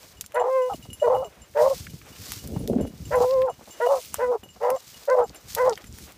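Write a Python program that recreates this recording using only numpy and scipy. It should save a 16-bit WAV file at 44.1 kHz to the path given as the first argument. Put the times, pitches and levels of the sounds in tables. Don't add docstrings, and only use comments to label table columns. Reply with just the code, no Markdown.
import sys
import numpy as np
from scipy import signal
from scipy.fft import rfft, irfft
from scipy.io import wavfile
from scipy.ndimage import uniform_filter1d

SR = 44100
rng = np.random.default_rng(int(sys.argv[2]) if len(sys.argv) > 2 else 0)


def level_to_linear(level):
    exponent = np.asarray(level, float) / 20
    return 10 ** exponent


def store_wav(level_fs):
    pcm = np.round(np.clip(np.atleast_2d(level_fs), -1, 1) * 32767)
    wavfile.write(sys.argv[1], SR, pcm.T.astype(np.int16))


N = 272097


def rms_one(x):
    return x / np.sqrt(np.mean(x ** 2) + 1e-20)


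def in_time(rows):
    s, *columns = np.transpose(rows)
    t = np.arange(N) / SR
    return [np.interp(t, s, column) for column in columns]


def drift(rate_hz):
    r = np.exp(-2 * np.pi * rate_hz / SR)
    noise = rng.standard_normal(N + SR)
    return rms_one(signal.lfilter([1], [1, -2 * r, r * r], noise)[SR:])


def coloured(x, spectrum):
    hz, level_db = np.transpose(spectrum)
    log_hz = np.log(np.arange(N // 2 + 1) * SR / N + 1)
    gain = level_to_linear(np.interp(log_hz, np.log(hz), level_db, -90, -90))
    return rms_one(irfft(rfft(x) * gain, N))


def resonate(x, hz, width_hz):
    r = np.exp(-np.pi * width_hz / SR)
    return signal.lfilter([1, 0, -1], [1, -2 * r * np.cos(2 * np.pi * hz / SR), r * r], x)


def resonances(x, modes):
    out = 0
    for k, (hz, width_hz, level_db) in enumerate(modes):
        formant = resonate(resonate(x, hz, width_hz), hz, width_hz)
        out = out + (-1) ** k * level_to_linear(level_db) * rms_one(formant)
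    return out


def grains(per_s, spread_db):
    sizes = level_to_linear(spread_db * np.minimum(rng.exponential(1, N), 4)) * rng.choice([-1, 1], N)
    return sizes * (rng.random(N) < per_s / SR)


def swells(s, level_db, rising, falling, still_db):
    crown_db = 2.5
    late_s = np.arange(N) / SR - np.c_[s]
    slope = np.where(late_s < 0, np.c_[rising], np.c_[falling])
    each_db = np.c_[level_db] + crown_db - np.hypot(slope * late_s, crown_db)
    return 10 * np.log10(level_to_linear(2 * still_db) + level_to_linear(2 * each_db).sum(axis=0))


# start_s, end_s, widest_db, closing_db_per_s, rest_db (under the folds)
BAYS = [
    (0.339, .755, -31.5, 380, -25),
    (1.015, 1.295, -40.5, 586, -35),
    (1.548, 1.749, -36.5, 211.5, -40),
    (3.106, 3.526, -32, 442.5, -40.5),
    (3.8, 4.013, -32.5, 388, -44.5),
    (4.183, 4.381, -38, 530, -46),
    (4.6, 4.787, -40, 125, -28.5),
    (5.074, 5.266, -35, 397, -44),
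    (5.562, 5.749, -30.5, 202, -35.5),
]
# held_s, third_partial_db, roughness_left (share), fifth_partial_db, air_swell_s
GAPES = [(.012, -3, .1, 2, .015), (.015, 2, .2, 2, .011), (.025, -6, .2, 0, .011), (.015, -4, .4, 2, .011),
         (.02, -3, .3, -10, .005), (.04, 2, .3, -2, .011), (.012, -2, .6, 0, .018),
         (.025, 4, .35, -8, .011), (.015, -3, .75, -5, .011)]
# time_s, depth_db, half_width_s
BREAKS = [
    (.433, -12, .005),
    (1.036, -8, .004),
    (1.091, -14, .006),
    (1.694, -14, .008),
    (3.197, -14, .008),
    (3.882, -16, .006),
    (5.161, -8, .006),
]
# time_s, pitch_hz, folds_db, rasp_db
LONG_BAYS = [
    [(.372, 489.9, -24.5, -24.5), (.407, 487.3, -21, -25.5), (.44, 484, -26.5, -31),
     (.495, 517.4, -24, -35.5), (.515, 523, -23, -58.5), (.565, 530.3, -18.5, -61), (.61, 510, -20.5, -68),
     (.685, 503, -27.5, -59.5), (.7, 494, -37.5, -34.5)],
    [(1.045, 490.3, -18.5, -38.5), (1.085, 460.5, -20, -25), (1.105, 527, -17.5, -32),
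     (1.165, 489, -26, -29.5), (1.185, 515, -25.5, -47), (1.215, 526, -27.5, -46.5),
     (1.232, 551, -33.5, -37.5), (1.252, 441.3, -36.5, -43)],
    [(3.125, 474.7, -32, -34), (3.151, 512.3, -19.5, -30), (3.193, 482, -16, -29), (3.245, 510.3, -21, -29),
     (3.28, 499.3, -22.5, -70), (3.33, 539, -19, -52), (3.385, 512, -18, -59), (3.45, 528.8, -19.5, -53),
     (3.487, 486, -31.5, -30)],
]
# time_s, pitch_hz, folds_db, rasp_db
SHORT_BAYS = [
    [(1.565, 442.4, -31.5, -32), (1.585, 473.3, -24.5, -26), (1.61, 472, -21.5, -22.5),
     (1.66, 531, -17.5, -28.5), (1.7, 543, -18, -40), (1.725, 539.5, -22, -45), (1.734, 496, -25.5, -32.5)],
    [(3.825, 482, -22, -49.5), (3.853, 493, -21, -37.5), (3.872, 487.5, -17, -21),
     (3.892, 551.3, -19.5, -29), (3.94, 550, -20, -31), (3.975, 502.5, -31, -40)],
    [(4.202, 452, -27.5, -33.5), (4.222, 489, -24.5, -31.5), (4.236, 500.6, -19.5, -34.5),
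     (4.265, 485, -27, -39.5), (4.308, 500, -19, -46.5), (4.325, 484.4, -25.5, -30.5),
     (4.355, 455.3, -25.5, -31)],
    [(4.617, 446, -32, -35.5), (4.633, 487, -25.5, -28), (4.692, 498.2, -22, -27.5), (4.706, 503, -28, -26),
     (4.716, 521.6, -20.5, -37.5), (4.755, 525, -24.5, -42.5), (4.766, 510.7, -42, -34.5)],
    [(5.098, 475.3, -25.5, -31.5), (5.118, 519.4, -16, -39), (5.145, 499, -17, -29.5),
     (5.165, 502.7, -21, -27.5), (5.2, 506, -18, -25.5), (5.237, 469.3, -28.5, -31)],
    [(5.578, 445.6, -32, -37.5), (5.605, 513.7, -19.5, -41), (5.635, 497, -19.5, -39),
     (5.66, 507.4, -20.5, -28), (5.68, 522, -18, -25.5), (5.7, 468.6, -26.5, -32.5),
     (5.724, 453.2, -26, -35.5)],
]
# pitch_hz, level_db (over the rasp), onset_db (more at first)
LOOSE_VIBRATION = [(635, -7, 14.5), (614, 1, 11.5), (606, 5.5, 4), (609.7, -3.5, 14), (678, -7, 21),
                   (600, -11.5, 21.5), (589, -1.5, 1.5), (604, -1, 12.5), (609, 0, 4)]
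# from_s, first_hz, last_hz, more_db, lateness (exponent of the slide)
TAILS = [(.692, 823, 500, 16, 2.6), (1.216, 770.6, 539.4, 3, 1.5), (1.727, 796, 600, -9, 1.55),
         (3.464, 1040, 430.4, 6, 1.07), (3.961, 792, 479.5, 10.5, 1.5), (4.315, 831, 600, 5, 1.52),
         (4.763, 780, 580, 3.5, 1.09), (5.213, 860.3, 639.5, 3.5, 2.53), (5.688, 936.5, 720, 4, 2.2)]


def throat():
    t, rows = np.arange(N) / SR, []
    for (start, end, *_), inside in zip(BAYS, sorted(LONG_BAYS + SHORT_BAYS)):
        _, last_hz, last_db, last_rasp_db = inside[-1]
        rows += [(start, 444, -40, -32), *inside, (end, last_hz * .88, last_db - 15.5, last_rasp_db - 11.5)]
    hz, folds_db, rasp_db = in_time(rows)

    which = np.maximum(np.searchsorted(np.array(BAYS)[:, 0], t) - 1, 0)
    start, end, widest_db, closing, rest_db = np.array(BAYS)[which].T
    held_s, third_db, left, fifth_db, swell_s = np.array(GAPES)[which].T
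    usual_swell_s, shut_db = .01091, -15
    opening_s = .024 * np.sqrt(swell_s / usual_swell_s)
    rest_db = rest_db + .5 * (folds_db + 21)
    age = np.maximum(t - start, 0)
    opening_db = shut_db * (1 - age / opening_s)
    closing_db = -closing * np.maximum(age - opening_s - held_s, 0)
    flung_db = widest_db + np.where(age < opening_s, opening_db, closing_db)
    wide = np.clip((flung_db - folds_db - rest_db) / 8.8, 0, 1)
    unlocked = 2.0 - (1.5 - left) * wide
    open_db = np.maximum(flung_db, folds_db + rest_db)

    loose_rest_hz, over_db, onset_db = np.array(LOOSE_VIBRATION)[which].T
    jump, first_hz, last_hz, tail_db, lateness = np.array(TAILS)[which].T
    catch = np.exp(-np.maximum(age - usual_swell_s, 0) / .02)
    tail = np.clip((t - jump) / .006, 0, 1)
    tail_hz = first_hz + (last_hz - first_hz) * np.clip((t - jump) / (end - jump), 0, 1) ** lateness
    loose_hz = loose_rest_hz * (1 - .07 * catch) + tail * (tail_hz - loose_rest_hz)
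    loose_db = rasp_db + over_db + onset_db * catch + tail_db * tail
    loose_db += 11.5 * sum(np.exp(-((t - s) / .0067 + 1) ** 2) for s, *_ in BREAKS)
    return hz, folds_db, rasp_db, loose_hz, loose_db, open_db, third_db, fifth_db, unlocked, tail


# from_s, to_s, level_db (under the first partial)
HALVED = [
    (1.173, 1.207, -36),
    (4.219, 4.328, -22.5),
    (4.699, 4.765, -20),
]
# multiple, level_db, more_db_per_db (of gape)
UPPER_PARTIALS = [(3, 0, .35), (4, -3, 0), (5, -14, -.3), (6, -24, -.5)]
# centre_hz, width_hz, level_db
RASP_MOUTH = [(762, 400, 6), (1085, 580, -4)]
# centre_hz, width_hz, level_db
OPEN_MOUTH = [(1450, 300, 0), (1920, 350, -3), (2550, 600, -9)]
# fold_multiple, loose_multiple, level_db
RASP_LINES = [(-1, 2, -10.5), (-2, 3, -1), (3, -1, -16), (4, -2, 1.5), (1, 1, -19.5), (0, 2, -18.5)]
# fold_multiple, loose_multiple, level_db
OPEN_LINES = [(2, 1, -6), (4, -1, -4), (3, 1, -12), (5, -1, -7), (1, 2, -9), (6, -2, -9)]


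def hound():
    t = np.arange(N) / SR
    hz, folds_db, rasp_db, loose_hz, loose_db, open_db, third_db, fifth_db, unlocked, tail = throat()
    rough = unlocked * np.clip(level_to_linear(np.maximum(rasp_db, loose_db - 8) - folds_db + 7.5), 0, 1)
    folds_hz = hz * (1 + .003 * drift(12) + .017 * rough * drift(70))
    folds = 2 * np.pi * np.cumsum(folds_hz) / SR
    loose = 2 * np.pi * np.cumsum(loose_hz * (1 + .02 * drift(50))) / SR

    def waver():
        return level_to_linear(4 * np.tanh(drift(50)))

    def lines(table):
        return sum(level_to_linear(db) * waver() * np.cos(k * folds + m * loose) for k, m, db in table)

    octave_db = folds_db - 0.5 + 0.41 * (open_db - folds_db)
    gape_db = np.clip(open_db - folds_db + 19.0, 0, 14)
    upper = 0
    for k, db, more in UPPER_PARTIALS:
        partial_db = db + more * gape_db + third_db * (k == 3) + fifth_db * (k > 4)
        upper = upper + level_to_linear(partial_db) * np.cos(k * folds + 0.68 * k)
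    halved = sum(level_to_linear(db) * np.clip(np.minimum(t - a, b - t) / 0.024, 0, 1) for a, b, db in HALVED)
    half_lines = np.cos(3 * folds / 2) + 0.45 * np.cos(5 * folds / 2)
    clean = level_to_linear(folds_db) * (np.cos(folds) + halved * half_lines)
    clean += level_to_linear(octave_db) * np.cos(2 * folds)
    clean += level_to_linear(open_db) * (1 - 0.78 * rough) * waver() ** rough * upper

    air = rng.standard_normal(N) * (1 + np.cos(folds))
    breath = level_to_linear(-3.5 - 3 * tail) * resonances(air, RASP_MOUTH)
    rasp = level_to_linear(rasp_db - 7.5) * ((1 - .8 * tail) * lines(RASP_LINES) + breath)
    rasp *= unlocked * np.clip(1 - 2.6 * halved / (rough + 0.011), 0, 1)
    loose_tone = np.cos(loose) + level_to_linear(-12.5) * tail * np.cos(folds + loose)
    rasp += level_to_linear(loose_db + 2.0) * waver() ** (1 - .5 * tail) * loose_tone
    open_rasp = lines(OPEN_LINES) + level_to_linear(-7) * resonances(air, OPEN_MOUTH)
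    rasp += level_to_linear(open_db + 1 - 4 * np.maximum(unlocked - .5, 0)) * rough * open_rasp

    voice = np.sqrt(2) * level_to_linear(2.5 * rough * np.tanh(drift(90))) * clean + rasp
    voice = signal.sosfilt(signal.butter(6, 395, "high", fs=SR, output="sos"), voice)
    voice += 0.69 * level_to_linear(folds_db) * halved * np.cos(folds / 2)
    sounding = 0
    for (start, end, *_), (*_, swell_s) in zip(BAYS, GAPES):
        sounding = sounding + np.clip((t - start) / swell_s, 0, 1) * (t < end)
    dying = np.prod([np.clip(abs(t - end) / .02, t > end, 1) for _, end, *_ in BAYS], axis=0)
    cracked = level_to_linear(sum(db * np.exp(-((t - s) / w) ** 2) for s, db, w in BREAKS))
    return uniform_filter1d(sounding * dying, size=100) * cracked * voice


def scatter(x):
    t = np.arange(SR // 5) / SR
    delay_s, t60_s = .012, .09
    spray = rng.standard_normal(len(t)) * level_to_linear(-60 * t / t60_s) * (t > delay_s)
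    return level_to_linear(-24) * signal.fftconvolve(x, spray / np.linalg.norm(spray))[:N]


# time_s, low_mode_db, middle_modes_db, high_modes_db, t60_s
CLINKS = [(.1708, -52, -58, -66, 0.22), (.242, -66, -51, -66, .2), (.345, -48, -46.5, -41, 0.16),
          (.398, -41, -43.5, -54, 0.1), (0.619, -48, -54, -58, 0.59), (0.736, -38, -50, -51, 0.059),
          (0.826, -46.5, -53, -57, 0.22), (0.9021, -41, -58, -57, 0.14), (0.931, -38.5, -43, -38.5, 0.1),
          (0.999, -42, -50, -58, .49), (1.0265, -47.5, -53, -54.5, 0.43), (1.148, -44, -58, -55, 0.49),
          (1.2457, -42, -48, -61, 0.13), (1.419, -54.5, -47.5, -58, .23), (1.9014, -56, -59.5, -57, 0.26),
          (2.1251, -52, -69, -69, 0.24), (2.396, -48, -58, -52, 0.14), (2.5441, -53, -62, -62, .4),
          (2.5894, -58, -65, -49, 0.29), (2.6894, -62, -66, -52, .2), (2.8093, -50.5, -48, -50, 0.32),
          (2.8686, -53.5, -64, -53, .3), (3.054, -44.5, -45, -56, 0.058), (3.1554, -55, -45, -41.5, .15),
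          (3.2081, -60, -59, -62, 0.19), (3.498, -50, -50.5, -54, .28), (3.708, -51, -44.5, -60, 0.77),
          (3.8201, -51, -58, -51, 0.28), (3.8633, -37.5, -55, -51, 0.16), (4.1345, -49, -51, -49, 0.46),
          (4.4356, -44, -53, -52, 0.13), (4.4891, -47.5, -58, -63, 0.22), (4.503, -55, -52, -65, .3),
          (4.63, -52.5, -67, -59, 0.34), (4.7621, -53, -47, -62.5, 0.22), (4.9432, -46, -57, -53, 0.16),
          (5.24, -60, -48.5, -58, 0.31), (5.346, -48.5, -59, -44.5, 0.085), (5.358, -62, -45.5, -53, 0.18),
          (5.868, -66, -50.5, -52, 0.18)]
# pitch_hz, family (0 low, 1 middle, 2 high), level_db, t60_share (of the clink's), own_t60_s
BELL_MODES = [(2902, 0, 0, 0.76, 0.017), (2934, 0, -10.5, 0, 0.0013), (5280, 1, -15.5, .3, .1),
              (6200, 1, -12.5, 0.69, 0.14), (7320, 1, 3, 0.11, 0.079), (9590, 2, -0.5, 0.17, 0.057),
              (10350, 2, -9, 0.31, .07), (10760, 2, -5.5, 0, 0.05), (12450, 2, -7, .1, .09),
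              (13400, 2, -14, .1, .06)]


def bell():
    out, t = np.zeros(N + SR), np.arange(SR // 2) / SR
    chance = rng.standard_normal((len(CLINKS), len(BELL_MODES)))
    ticks = rng.standard_normal((len(CLINKS), len(t)))
    for (s, *family_db, t60), luck, tick in zip(CLINKS, chance, ticks):
        ring = level_to_linear(family_db[2] - 4.0) * np.diff(tick, prepend=0) * np.exp(-t / 0.0015)
        for k, (hz, family, mode_db, share, own) in enumerate(BELL_MODES):
            level_db = family_db[round(family)] + mode_db
            level_db += 4 * luck[k] * (k not in (0, 4, 5))
            mode_t60 = np.clip(t60 * share + own, .02, .6)
            ring += level_to_linear(level_db - 60 * t / mode_t60) * np.sin(2 * np.pi * hz * t)
        here = out[round(s * SR):][:len(t)]
        here *= np.exp(-t / .003)
        here += ring
    return out[:N]


# time_s, swish_db, hiss_db, rising_db_per_s, falling_db_per_s
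STRIDES = [(0.01, -60, -58, 42, 58), (.68, -62.5, -55, 36, 47), (1.15, -75.5, -59, 37, 80),
           (1.598, -46.5, -47.5, 487, 84), (1.76, -51.5, -51, 102, 64), (2.32, -46, -47.5, 87, 109),
           (2.67, -75, -56, 6.5, 51), (3.24, -51, -51.5, 54, 76), (3.99, -56, -46.5, 44, 47),
           (4.89, -56, -59.5, 35, 26), (5.495, -51, -49, 600, 60), (5.551, -55, -55, 116, 200),
           (5.7, -61.5, -60, 44, 49), (6.039, -58.5, -49.5, 94, 126)]
# frequency_hz, level_db (per Hz)
SWISH = [(700, -8), (1500, -4), (2800, -4), (5000, 2.5), (7500, -1.5), (10000, -9.5), (15000, -2)]
# frequency_hz, level_db (per Hz)
HISS = [(2000, 5), (6000, 10), (9000, 6), (12500, 2.5), (14800, 6), (15400, 9.5)]


def grass():
    s, swish, hiss, rising, falling = np.transpose(STRIDES)
    still_db, steeper = -87, 1.086
    swish_db = swells(s, swish, rising, falling, still_db)
    hiss_db = swells(s, hiss, steeper * rising, steeper * falling, still_db - 2)
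    together = 1.5 * drift(18)

    def rubbing():
        return rng.standard_normal(N) + .5 * rms_one(grains(900, 5.3))

    swish = level_to_linear(swish_db + 5.0 + together + 2.0 * drift(37)) * coloured(rubbing(), SWISH)
    hiss = level_to_linear(hiss_db + 2.0 + together + 0.51 * drift(26)) * coloured(rubbing(), HISS)
    top = signal.sosfilt(signal.butter(2, 11000, "high", fs=SR, output="sos"), hiss)
    return swish + hiss + (level_to_linear(2.2 * together[::-1] - 1.5) - 1) * top


# time_s, peak_db, body_db
SNAPS = [(0.2106, -17.5, -61), (0.241, -44, 1), (0.2623, -29.5, -25), (0.321, -38.5, -1),
         (1.575, -33.5, -1), (2.32, -19, -8), (2.441, -39, -6), (2.4748, -28, -19), (2.6762, -21, -56),
         (2.875, -44, -2), (3.4191, -33.5, 3.5), (4.049, -31.5, -23), (4.1429, -12, -14),
         (4.1569, -35.5, 0.5), (4.4329, -50, 6), (4.7033, -19, -8), (5.054, -36, -28), (5.1908, -38, -15),
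         (5.5499, -16.5, -22), (1.058, -36, -30), (5.7765, -34.5, -1), (5.8433, -38, -10),
         (5.986, -33, -6.5), (6.122, -37, -22.5)]


def snaps(crack_s=0.00029, splinter_s=0.0062):
    out, t = np.zeros(N + SR), np.arange(2048) / SR
    high = signal.butter(2, [2600, 16000], "band", fs=SR, output="sos")
    body = signal.butter(2, [950, 3400], "band", fs=SR, output="sos")
    for (s, db, body_db), noise in zip(SNAPS, rng.standard_normal((len(SNAPS), len(t)))):
        burst = noise * (np.exp(-t / crack_s) + level_to_linear(-16.5) * np.exp(-t / splinter_s))
        top, low = signal.sosfilt(high, burst), signal.sosfilt(body, burst)
        snap = top / abs(top).max() + level_to_linear(body_db + 1.5) * low / abs(low).max()
        out[round(s * SR):][:len(t)] += level_to_linear(db + 5.0) * snap
    return out[:N]


def knocks(events, octaves, cycles):
    out, t = np.zeros(N + SR), np.arange(4096) / SR
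    for (s, db, hz), noise in zip(events, rng.standard_normal((len(events), len(t)))):
        edges_hz = np.clip(hz * 2. ** np.array([-octaves, octaves]), 30, 16000)
        band = signal.butter(2, edges_hz, "band", fs=SR, output="sos")
        burst = signal.sosfilt(band, noise * np.exp(-t * hz / cycles))
        out[round(s * SR):][:len(t)] += level_to_linear(db) * burst / abs(burst).max()
    return out[:N]


# time_s, peak_db, pitch_hz
TICKS = [(1.5389, -47, 1765), (1.7205, -35, 4583), (1.8675, -29.5, 1927), (1.8976, -44, 2930),
         (2.0141, -36.5, 1690), (2.161, -37.5, 2335), (3.3089, -26, 3960), (3.3392, -34, 4060),
         (3.656, -42, 3809), (4.789, -47, 7334), (4.8704, -40, 5543), (5.2949, -33.5, 4940),
         (5.4844, -36, 6230), (5.5316, -28, 5720), (5.6954, -20, 5820), (5.7264, -29, 3710),
         (5.7322, -26, 3826), (5.7556, -31.5, 4700), (5.7756, -32, 2330), (5.8198, -40, 5520),
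         (5.8413, -37, 2085), (5.708, -36, 5485), (5.926, -34, 6580),
         (6.8, -36.5, 4900), (5.6625, -37, 3300), (5.739, -34, 4300), (5.1, -27, 5500),
                (5.553, -23, 5600), (2.754, -43, 5000), (5.5495, -12, 13700), (.358, -35, 3200),
                (.411, -41, 2900)]


def stems():
    return knocks(TICKS, octaves=0.43, cycles=7.8)


# time_s, peak_db
THUDS = [(0.851, -40), (.904, -58), (3.59, -41), (3.61, -38.5), (3.674, -35.5), (3.695, -42), (3.735, -55),
         (4.458, -44), (4.561, -42.5), (5.3, -40), (5.378, -50), (3.628, -41.5), (2.441, -41), (4.432, -36),
         (2.562, -27)]


def thuds(decay_s=0.009):
    out, t = np.zeros(N + SR), np.arange(2048) / SR
    dull = signal.butter(2, [180, 750], "band", fs=SR, output="sos")
    for (s, db), noise in zip(THUDS, rng.standard_normal((len(THUDS), len(t)))):
        burst = signal.sosfilt(dull, noise * np.exp(-t / decay_s))
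        out[round(s * SR):][:len(t)] += level_to_linear(db) * burst / abs(burst).max()
    return out[:N]


# time_s, level_db, loss_db_per_s (either side)
PUFFS = [(.18, -57, 44), (.77, -46.5, 250), (.88, -44.5, 222), (1.15, -45.5, 113), (1.63, -46.5, 57),
         (1.94, -50, 70.5), (2.2, -49, 45), (2.7, -32.5, 60.5), (3.15, -44, 69), (3.38, -46.5, 105),
         (4.1, -53, 52), (4.6, -59.5, 18), (5.26, -44.5, 243), (5.45, -61, 200), (5.621, -45.5, 63),
         (5.98, -47, 61)]
# frequency_hz, level_db (per Hz)
BUFFET = [(25, -46), (40, -10.5), (58, 3), (86, 0.5), (194, -5.5), (233, -7.5), (552, -23), (700, -33.5),
          (1540, -120)]
# time_s, level_db
GUST = [
    (2.42, -47),
    (2.51, -36),
    (2.6, -36.5),
    (2.665, -40),
    (2.7, -19),
    (2.76, -19.5),
    (2.81, -23.5),
    (2.88, -33.5),
    (2.97, -77),
]
# frequency_hz, level_db (per Hz)
GUST_COLOUR = [(88, -50), (150, -12), (231, 4.5), (350, -7), (401, -2), (674, -12), (1500, -60),
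               (1950, -82)]


def wind():
    s, db, loss = np.transpose(PUFFS)
    puffs_db = swells(s, db, loss, loss, -73.5) + 8.7 * np.tanh(drift(22.6))
    buffet = level_to_linear(puffs_db) * coloured(rng.standard_normal(N), BUFFET)
    t = np.arange(N) / SR
    blowing = (t > GUST[0][0]) * (t < GUST[-1][0])
    gust = coloured(grains(1800, 5.1), GUST_COLOUR)
    return buffet + blowing * level_to_linear(in_time(GUST)[0] - 2.0 + 2 * drift(36)) * gust


# time_s, peak_db, pitch_hz
THUMPS = [(1.935, -29.5, 113), (1.8, -31, 115), (2.501, -30, 210), (2.564, -17.5, 129), (2.593, -27.5, 140),
          (2.61, -25, 180), (2.732, -16.5, 223), (2.785, -17, 266), (2.799, -21, 240), (2.851, -26.5, 270),
          (2.935, -34.5, 170), (.742, -26.5, 220), (2.906, -38, 180), (3.2, -27, 240), (2.64, -33, 127),
          (3, -33, 140)]


def eddies():
    return knocks(THUMPS, octaves=0.61, cycles=0.87)


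# frequency_hz, level_db (per Hz)
FIELD = [(59, -31), (100, -17), (461, -0.5), (1110, -6.5), (2640, -10.5), (4000, -16), (5200, -42),
         (8800, -120)]


def field():
    return level_to_linear(-59.5 + 4.6 * drift(7.0)) * coloured(rng.standard_normal(N), FIELD)


def scene():
    voice = hound()
    near = voice + scatter(voice) + bell()
    ground = grass() + snaps() + stems() + thuds()
    return (near + ground + wind() + eddies() + field())[None]


def top_cut(x):
    return signal.sosfilt(signal.butter(12, 16640, fs=SR, output="sos"), x)


def record(dry):
    cut = signal.sosfilt(signal.cheby2(8, 22, 15700, fs=SR, output="sos"), dry)
    cut = signal.sosfilt(signal.butter(2, 42, "high", fs=SR, output="sos"), cut)
    return top_cut(cut)


dry = scene()
out = record(dry)
store_wav(out)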